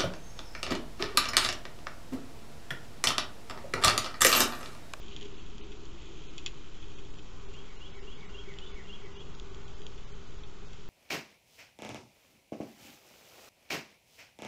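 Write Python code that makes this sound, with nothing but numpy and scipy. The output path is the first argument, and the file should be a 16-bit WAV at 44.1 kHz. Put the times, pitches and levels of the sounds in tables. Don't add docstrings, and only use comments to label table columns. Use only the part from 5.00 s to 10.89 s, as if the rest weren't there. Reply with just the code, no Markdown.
import sys
import numpy as np
from scipy import signal
from scipy.io import wavfile
from scipy.ndimage import uniform_filter1d

SR = 44100
rng = np.random.default_rng(int(sys.argv[2]) if len(sys.argv) > 2 else 0)


def store_pcm(level_fs):
    pcm = np.round(np.clip(level_fs, -1, 1) * 32767).astype(np.int16)
    wavfile.write(sys.argv[1], SR, np.atleast_2d(pcm).T)


def gain_from_db(level_db):
    decades = np.asarray(level_db, float) / 20
    return 10 ** decades


N = 259749


def evened(x):
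    return x / np.sqrt(np.mean(x ** 2) + 1e-20)


def along(rows):
    return np.interp(np.arange(N) / SR, *np.transpose(rows))


def add(mix, start_s, sound):
    part = mix[round(start_s * SR):][:len(sound)]
    part += sound[:len(part)]


def resonate(x, hz, width_hz):
    return signal.lfilter(*signal.iirpeak(hz, hz / width_hz, SR), x)


def resonate_twice(x, hz, width_hz):
    return resonate(resonate(x, hz, width_hz), hz, width_hz)


def drift(top_hz):
    t = np.arange(0, N + 256, 256) / SR
    rates_hz = np.geomspace(top_hz / 20, top_hz, 20)
    slow = sum(np.sin(2 * np.pi * (f * t + rng.random())) / np.sqrt(f) for f in rates_hz)
    return np.interp(np.arange(N) / SR, t, evened(slow))


# pitch_hz, level_db, t60_s
PORT_RING = [(3246, 2.5, 0.0065), (4530, -1.5, 0.013), (5620, 1.5, 0.0077)]


def beak_tick(t, treble_db, dry, luck):
    crack = (7150 - 550 * dry, 1 - 2.5 * dry, .012)
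    tick = np.zeros(len(t))
    for k, (hz, db, t60_s) in enumerate(PORT_RING + [crack]):
        decay_db = -60 * t / t60_s / (1 - 0.34 * dry)
        detuned_hz = hz * (0.9704 + 0.074 * luck[k])
        tick += gain_from_db(db + treble_db * (k > 0) + decay_db) * np.sin(2 * np.pi * detuned_hz * t)
    return tick * (1 - np.exp(-t / 0.00041))


# pitch_hz, level_db, t60_s
TRAY_MODES = [(2100, -7, .09), (2542, 1, 0.065), (3234, -8.5, 0.058), (3410, -12.5, 0.06),
              (4100, -17, 0.03), (5785, -11, 0.083), (6860, -14, 0.15)]


def tray_ring(t, luck):
    modes = np.zeros(len(t))
    for k, (hz, db, t60_s) in enumerate(TRAY_MODES):
        cycles = hz * (.99 + .02 * luck[k]) * t + luck[-k - 1]
        modes += gain_from_db(db - 60 * t / t60_s) * np.sin(2 * np.pi * cycles)
    rattle = gain_from_db(-5 - 60 * t / .13) * evened(resonate_twice(rng.standard_normal(len(t)), 2800, 1800))
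    return (modes + rattle) * (1 - np.exp(-t / 0.00081)) / 2


# start_s, peak_db, treble_db, ring_share_0_to_1
PECKS = [(0.164, -28.5, -17, 0.11), (0.2115, -35, -15, 0.1), (0.2281, -35, -11, 0.04),
         (0.2494, -51, -11, 0.45), (0.2548, -44.5, -8.5, 0.2), (0.4638, -44, -19, 0.17),
         (0.5815, -39.5, -12, 0.1), (0.719, -44.5, -16, 0.43), (0.8538, -55, 3.5, 0.16),
         (1.4617, -22.5, -9.5, 0.25), (1.827, -41.5, -20, 0.22), (1.9848, -48.5, -14, 0.62),
         (2.05, -46.5, -14, 0.24), (2.1862, -49, -10, 0.67), (2.2409, -60, -2, 0.5),
         (2.537, -47.5, -8.5, 0.44), (3.2087, -41.5, -21, 0.08), (3.5867, -32.5, -16, 0.11),
         (4.3982, -32.5, -12, 0), (4.546, -42.5, -11, 0.13), (4.6806, -44.5, -12, 0.2),
         (4.8664, -30.5, -14.5, 0.01), (4.979, -50.5, -9, 0.53), (5.436, -41.5, -18, 0.15),
         (5.732, -47.5, -7, 0.4), (1.021, -46, -11, 0.2)]


def pecks(full_ring_share=0.23, knock_hz=1144, knock_db=-32, knock_t60_s=.04):
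    out, t = np.zeros(N), np.arange(6000) / SR
    knock = gain_from_db(knock_db - 60 * t / knock_t60_s) * np.sin(2 * np.pi * knock_hz * t)
    lucks = rng.random((len(PECKS), 2 * len(TRAY_MODES)))
    for (start_s, peak_db, treble_db, ring), luck in zip(PECKS, lucks):
        ring = np.clip(ring, 0, 1)
        dry = max(1 - ring / full_ring_share, 0)
        tick = beak_tick(t, treble_db, dry, luck)
        add(out, start_s, gain_from_db(peak_db + 4.5) * (tick + ring * tray_ring(t, luck) + knock))
        rebound = gain_from_db(peak_db + 9) * ring * resonate(tick, 3000, 1500)
        for later_s, share in ((.006, 1.2), (.017, .6)):
            add(out, start_s + later_s, share * rebound)
    return out


# start_s, length_s, level_db, centre_hz, width_hz
SCUFFLES = [(.1, 0.05, -55, 3020, 1200), (0.166, 0.12, -55.5, 2870, 1310), (0.329, 0.11, -62, 2800, 1210),
            (0.601, 0.049, -59, 2780, 1190), (0.722, 0.028, -62, 2600, 1190),
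            (1.003, 0.091, -61, 3000, 1190), (3.63, 0.079, -57, 3464, 500)]


def scuffles(per_s=1600, spread_db=3.0):
    out = np.zeros(N)
    for start_s, length_s, db, hz, width_hz in SCUFFLES:
        luck = rng.random((2, SR // 4))[:, :round(length_s * SR)]
        clicks = (luck[0] < per_s / SR) * gain_from_db(-spread_db * np.log(luck[1] + 0.0094))
        grit = evened(resonate_twice(clicks, hz, width_hz))
        add(out, start_s, gain_from_db(db) * grit * signal.windows.tukey(len(grit), .5))
    return out


def whistle(rows, flutter=.34, flutter_hz=70):
    s, hz, db = np.transpose(rows)
    t = np.arange(s[0], s[-1], 1 / SR)
    lowpass = signal.butter(2, flutter_hz, fs=SR)
    a, b = signal.lfilter(*lowpass, rng.standard_normal((2, SR // 4)))[:, -len(t):]
    path = 1 + flutter * (a + 1j * b) / np.sqrt(flutter_hz * 2 / SR) / 2
    tone = (path * np.exp(2j * np.pi * np.cumsum(np.interp(t, s, hz)) / SR)).real
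    return s[0], np.sqrt(2) * gain_from_db(np.interp(t, s, db)) * tone * signal.windows.tukey(len(t), .3)


# start_s, length_s, pitch_hz, level_db, linger (1 = even glide)
RISING = [(2.53, 0.084, 2727, -56.5, 1.0), (2.798, 0.081, 2780, -52.5, 0.82),
          (3.066, .072, 2760, -53.5, 0.95), (3.335, .078, 2722, -51, 1.0), (3.605, .078, 2890, -52.5, 0.8),
          (3.886, 0.07, 2760, -49, 0.8), (4.148, 0.081, 2780, -55.5, 0.84)]
# length_share, pitch_factor, level_db
RISE_SHAPE = [(0, 0.99, -8.5), (.2, 1.02, 1), (.45, 1.1, -6.5), (.75, 1.205, 1.5), (1, 1.215, -2)]
# start_s, top_pitch_hz, level_db
FALLING = [(2.673, 2303, -62.5), (2.938, 2270, -60), (3.202, 2308, -55.5), (3.477, 2263, -55),
           (3.753, 2260, -55.5), (4.02, 2310, -58)]
# time_s, pitch_factor, level_db
FALL_SHAPE = [(0, .95, -6), (.013, 1.0, -1), (.022, .985, 0), (.037, .9, -1), (.062, .77, -4)]


def songbird(fence_s=.053, fence_db=-13.5, echo_db=-3, echo_t60_s=.3):
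    dry = np.zeros(N)
    for start_s, length_s, hz, db, linger in RISING:
        shape = np.power(RISE_SHAPE, (linger, 1, 1))
        add(dry, *whistle(shape * (length_s, hz, 1) + (start_s, 0, db)))
    for start_s, hz, db in FALLING:
        add(dry, *whistle(np.multiply(FALL_SHAPE, (1, hz, 1)) + (start_s, 0, db)))
    add(dry, fence_s, gain_from_db(fence_db) * dry[:-SR])
    t = np.arange(SR // 2) / SR
    yard = rng.standard_normal(len(t)) * gain_from_db(-60 * t / echo_t60_s) * (t > .004)
    return dry + gain_from_db(echo_db) * signal.fftconvolve(dry, yard / np.linalg.norm(yard))[:N]


# time_s, level_db
BUZZ = [(0.0, -55.5), (0.64, -60.5), (1.2, -55.5), (2.29, -60), (3.6, -59), (4.5, -61), (4.95, -59),
        (5.38, -62.5), (5.89, -60)]
# centre_hz, width_hz, level_db
INSECT_RINGS = [(2627, 620, -7.5), (3095, 830, -2), (6600, 1300, -10.5)]


def insects(per_s=1500, spread_db=1.0, throb=0.14, throb_hz=63.4, trim_db=-3.5):
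    clicks = gain_from_db(spread_db * np.minimum(rng.exponential(1, N), 4)) * (rng.random(N) < per_s / SR)
    clicks *= rng.choice([-1., 1.], N)
    clicks *= 1 + throb * np.sin(2 * np.pi * np.cumsum(throb_hz * (1 + .08 * drift(3.0))) / SR)
    body = sum(gain_from_db(db) * evened(resonate_twice(clicks, hz, width_hz)) for hz, width_hz, db in INSECT_RINGS)
    return gain_from_db(along(BUZZ) + trim_db) * evened(body)


# start_s, length_s, level_db
SWELLS = [(0.233, 0.038, -51.5), (0.613, 0.062, -51), (1.08, 0.18, -53.5), (1.925, .08, -54.5),
          (2.43, .15, -54), (2.975, .82, -53), (4.054, 0.16, -52.5), (4.44, 0.044, -52.5),
          (4.816, 0.047, -51.5), (5.0, 0.47, -57.5)]


def swelling_db(rest_db=-60.5, rise_db_per_s=67, fall_db_per_s=33.5):
    t = np.arange(N) / SR
    level_db = np.full(N, float(rest_db))
    for start_s, length_s, db in SWELLS:
        before_db = rise_db_per_s * np.maximum(start_s - t, 0)
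        after_db = fall_db_per_s * np.maximum(t - start_s - length_s, 0)
        level_db = np.maximum(level_db, db - before_db - after_db)
    return level_db


# on_s, off_s, pitch_hz, width_hz, level_db
MOTORS = [
    (0, 5.89, 150, 3, -64),
    (0, 0.81, 222, 3.8, -60),
    (0, 1.58, 337, 7.3, -60.5),
    (0, 2.42, 302.3, 14, -63),
    (3.002, 4.4, 184, 6, -62.5),
    (2.4, 5.89, 1475, 1, -77),
]


def machines(drone_hz=398, drone_width_hz=48, trim_db=-2.5):
    drone = resonate_twice(rng.standard_normal(N), drone_hz, drone_width_hz)
    out = gain_from_db(swelling_db() + trim_db) * evened(drone)
    t = np.arange(N) / SR
    for on_s, off_s, hz, width_hz, db in MOTORS:
        running = np.clip(np.minimum(t - on_s, off_s - t) / 0.28 + .5, 0, 1)
        out += running * gain_from_db(db) * evened(resonate(rng.standard_normal(N), hz, width_hz))
    return out


# pitch_hz, level_db_per_hz
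AIR = [(16, -4), (24, -13), (31, -11), (52, -15), (100, -22), (297, -29.5), (390, -29.5), (610, -38.5),
       (1120, -35.5), (1460, -37.5), (1600, -42), (3250, -44), (6830, -49.5), (8010, -51.5)]
# time_s, level_db
TRAFFIC = [(0, -63.5), (2.3, -64), (2.5, -62.5), (4.4, -61.5), (5.89, -63.5)]


def air(level_db=-44.5, patchy_db=0.73, gust_db=0.5, gust_hz=45):
    frames, hz = N // 1024 + 5, np.fft.rfftfreq(4096, 1 / SR)
    a, b, patches = rng.standard_normal((frames, 2049, 3)).T
    patches = evened(uniform_filter1d(uniform_filter1d(patches, size=40, axis=0), size=3, axis=1))
    gusts = evened(uniform_filter1d(rng.standard_normal(frames), size=6))
    f, db = np.transpose(AIR)
    field_db = np.interp(np.log(hz + 1), np.log(f + 1), db)[:, None] + patchy_db * patches
    field_db += gust_db * gusts * np.exp(-hz / gust_hz)[:, None]
    road_db = np.interp(np.arange(frames) * 1024 / SR, *np.transpose(TRAFFIC))
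    road_band = np.exp(-np.log((hz + 1) / 900) ** 2 / 0.84)[:, None]
    field_db += (road_db - road_db.mean()) * road_band
    noise = signal.istft((a + 1j * b) * gain_from_db(field_db), nperseg=4096, noverlap=3072)[1][:N]
    return gain_from_db(level_db) * evened(noise)


def scene():
    return (pecks() + scuffles() + songbird() + insects() + machines() + air())[None]


def lean_frames(count=20, most_share=.07, growth=1.6):
    when, share = rng.random((count, 2)).T
    place = ((np.arange(count) + when) / count) ** (1 / growth)
    return list(zip(place * N / SR, most_share * (.4 + .6 * share)))


# time_s, lost_share
THINNED = [(0.347, 0.15), (0.391, 0.15), (0.427, 0.12), (0.623, 0.22), (0.708, 0.14), (1.285, 0.15),
           (1.96, 0.19), (2.115, 0.13), (2.175, 0.13), (2.47, 0.2), (2.778, 0.19), (2.929, 0.2),
           (2.969, 0.15), (3.013, 0.19), (3.157, 0.18), (3.273, 0.17), (3.733, 0.15), (4.144, 0.18),
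           (4.183, 0.19), (4.358, 0.15), (4.506, 0.13), (4.658, 0.2), (4.757, 0.18), (4.8, 0.12),
           (4.845, 0.17), (5.06, 0.18), (5.128, 0.14), (5.275, 0.14), (5.443, 0.24), (5.671, 0.14)]
# time_s, low_hz, high_hz
GAPS = [(1.285, 4360, 6100), (2.115, 5150, 6000), (3.271, 4000, 4900), (5.129, 4840, 5860)]


def thin_out(x, greed=3.0, from_hz=700, full_hz=4300, top_hz=7400, kept_db=4.5, half_s=.022):
    hz, t, z = signal.stft(x, SR, nperseg=1024, noverlap=896)
    in_band = hz < 8000
    usual = np.log(np.median(abs(z) ** 2, axis=1) + 1e-20)

    def fade(dt):
        return np.clip(1.86 * abs(dt) / half_s - .5, .13, 1)

    for time_s, share in THINNED + lean_frames():
        frame = abs(t - time_s) < half_s
        edge = fade(t[frame] - time_s)
        power = (abs(z[:, frame]) ** 2).mean(1)
        contrast = uniform_filter1d(np.log(power + 1e-20) - usual, size=4)
        rank = np.searchsorted(np.sort(contrast[in_band]), contrast) / in_band.sum()
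        lost = greed * share * np.clip((hz - from_hz) / (full_hz - from_hz), 0, 1) ** 1.5
        silent = (rank < lost) | ((hz > top_hz) & (share > .17))
        z[:, frame] *= np.where(silent[:, None], edge, gain_from_db(kept_db * lost[:, None] * (1 - edge)))
    for time_s, low_hz, high_hz in GAPS:
        frame = abs(t - time_s) < half_s
        z[np.ix_((hz > low_hz) & (hz < high_hz), frame)] *= 0.085 + 0.7 * fade(t[frame] - time_s)
    return signal.istft(z, SR, nperseg=1024, noverlap=896)[1][:N]


# from_s, lead_s
EARLY = [
    (0, .08134),
    (2.367, .04803),
]


def doubled(dry, early_db=-9.0, join_step=.003):
    at = np.arange(N)
    starts_s, leads_s = np.transpose(EARLY)
    take = np.searchsorted(starts_s * SR, at, "right") - 1
    lead = np.round(leads_s * SR).astype(int)[take]
    step = np.zeros(N)
    step[round(starts_s[1] * SR)] = join_step
    return dry + gain_from_db(early_db) * dry[:, np.minimum(at + lead, N - 1)], step


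def top_cut(x):
    return signal.sosfilt(signal.butter(12, 15720, fs=SR, output="sos"), x)


def record(dry):
    edge_hz, hiss_db, offset = 7700, -90, -.016
    track, step = doubled(dry)
    band = signal.firwin(161, edge_hz, window=("kaiser", 8), fs=SR)
    narrow = signal.oaconvolve(track, band[None], "same") + step
    hiss = gain_from_db(hiss_db) * rng.standard_normal(N)
    mix = thin_out(narrow[0] + hiss)[None] + offset
    return top_cut(mix)


dry = scene()
out = record(dry)
store_pcm(out)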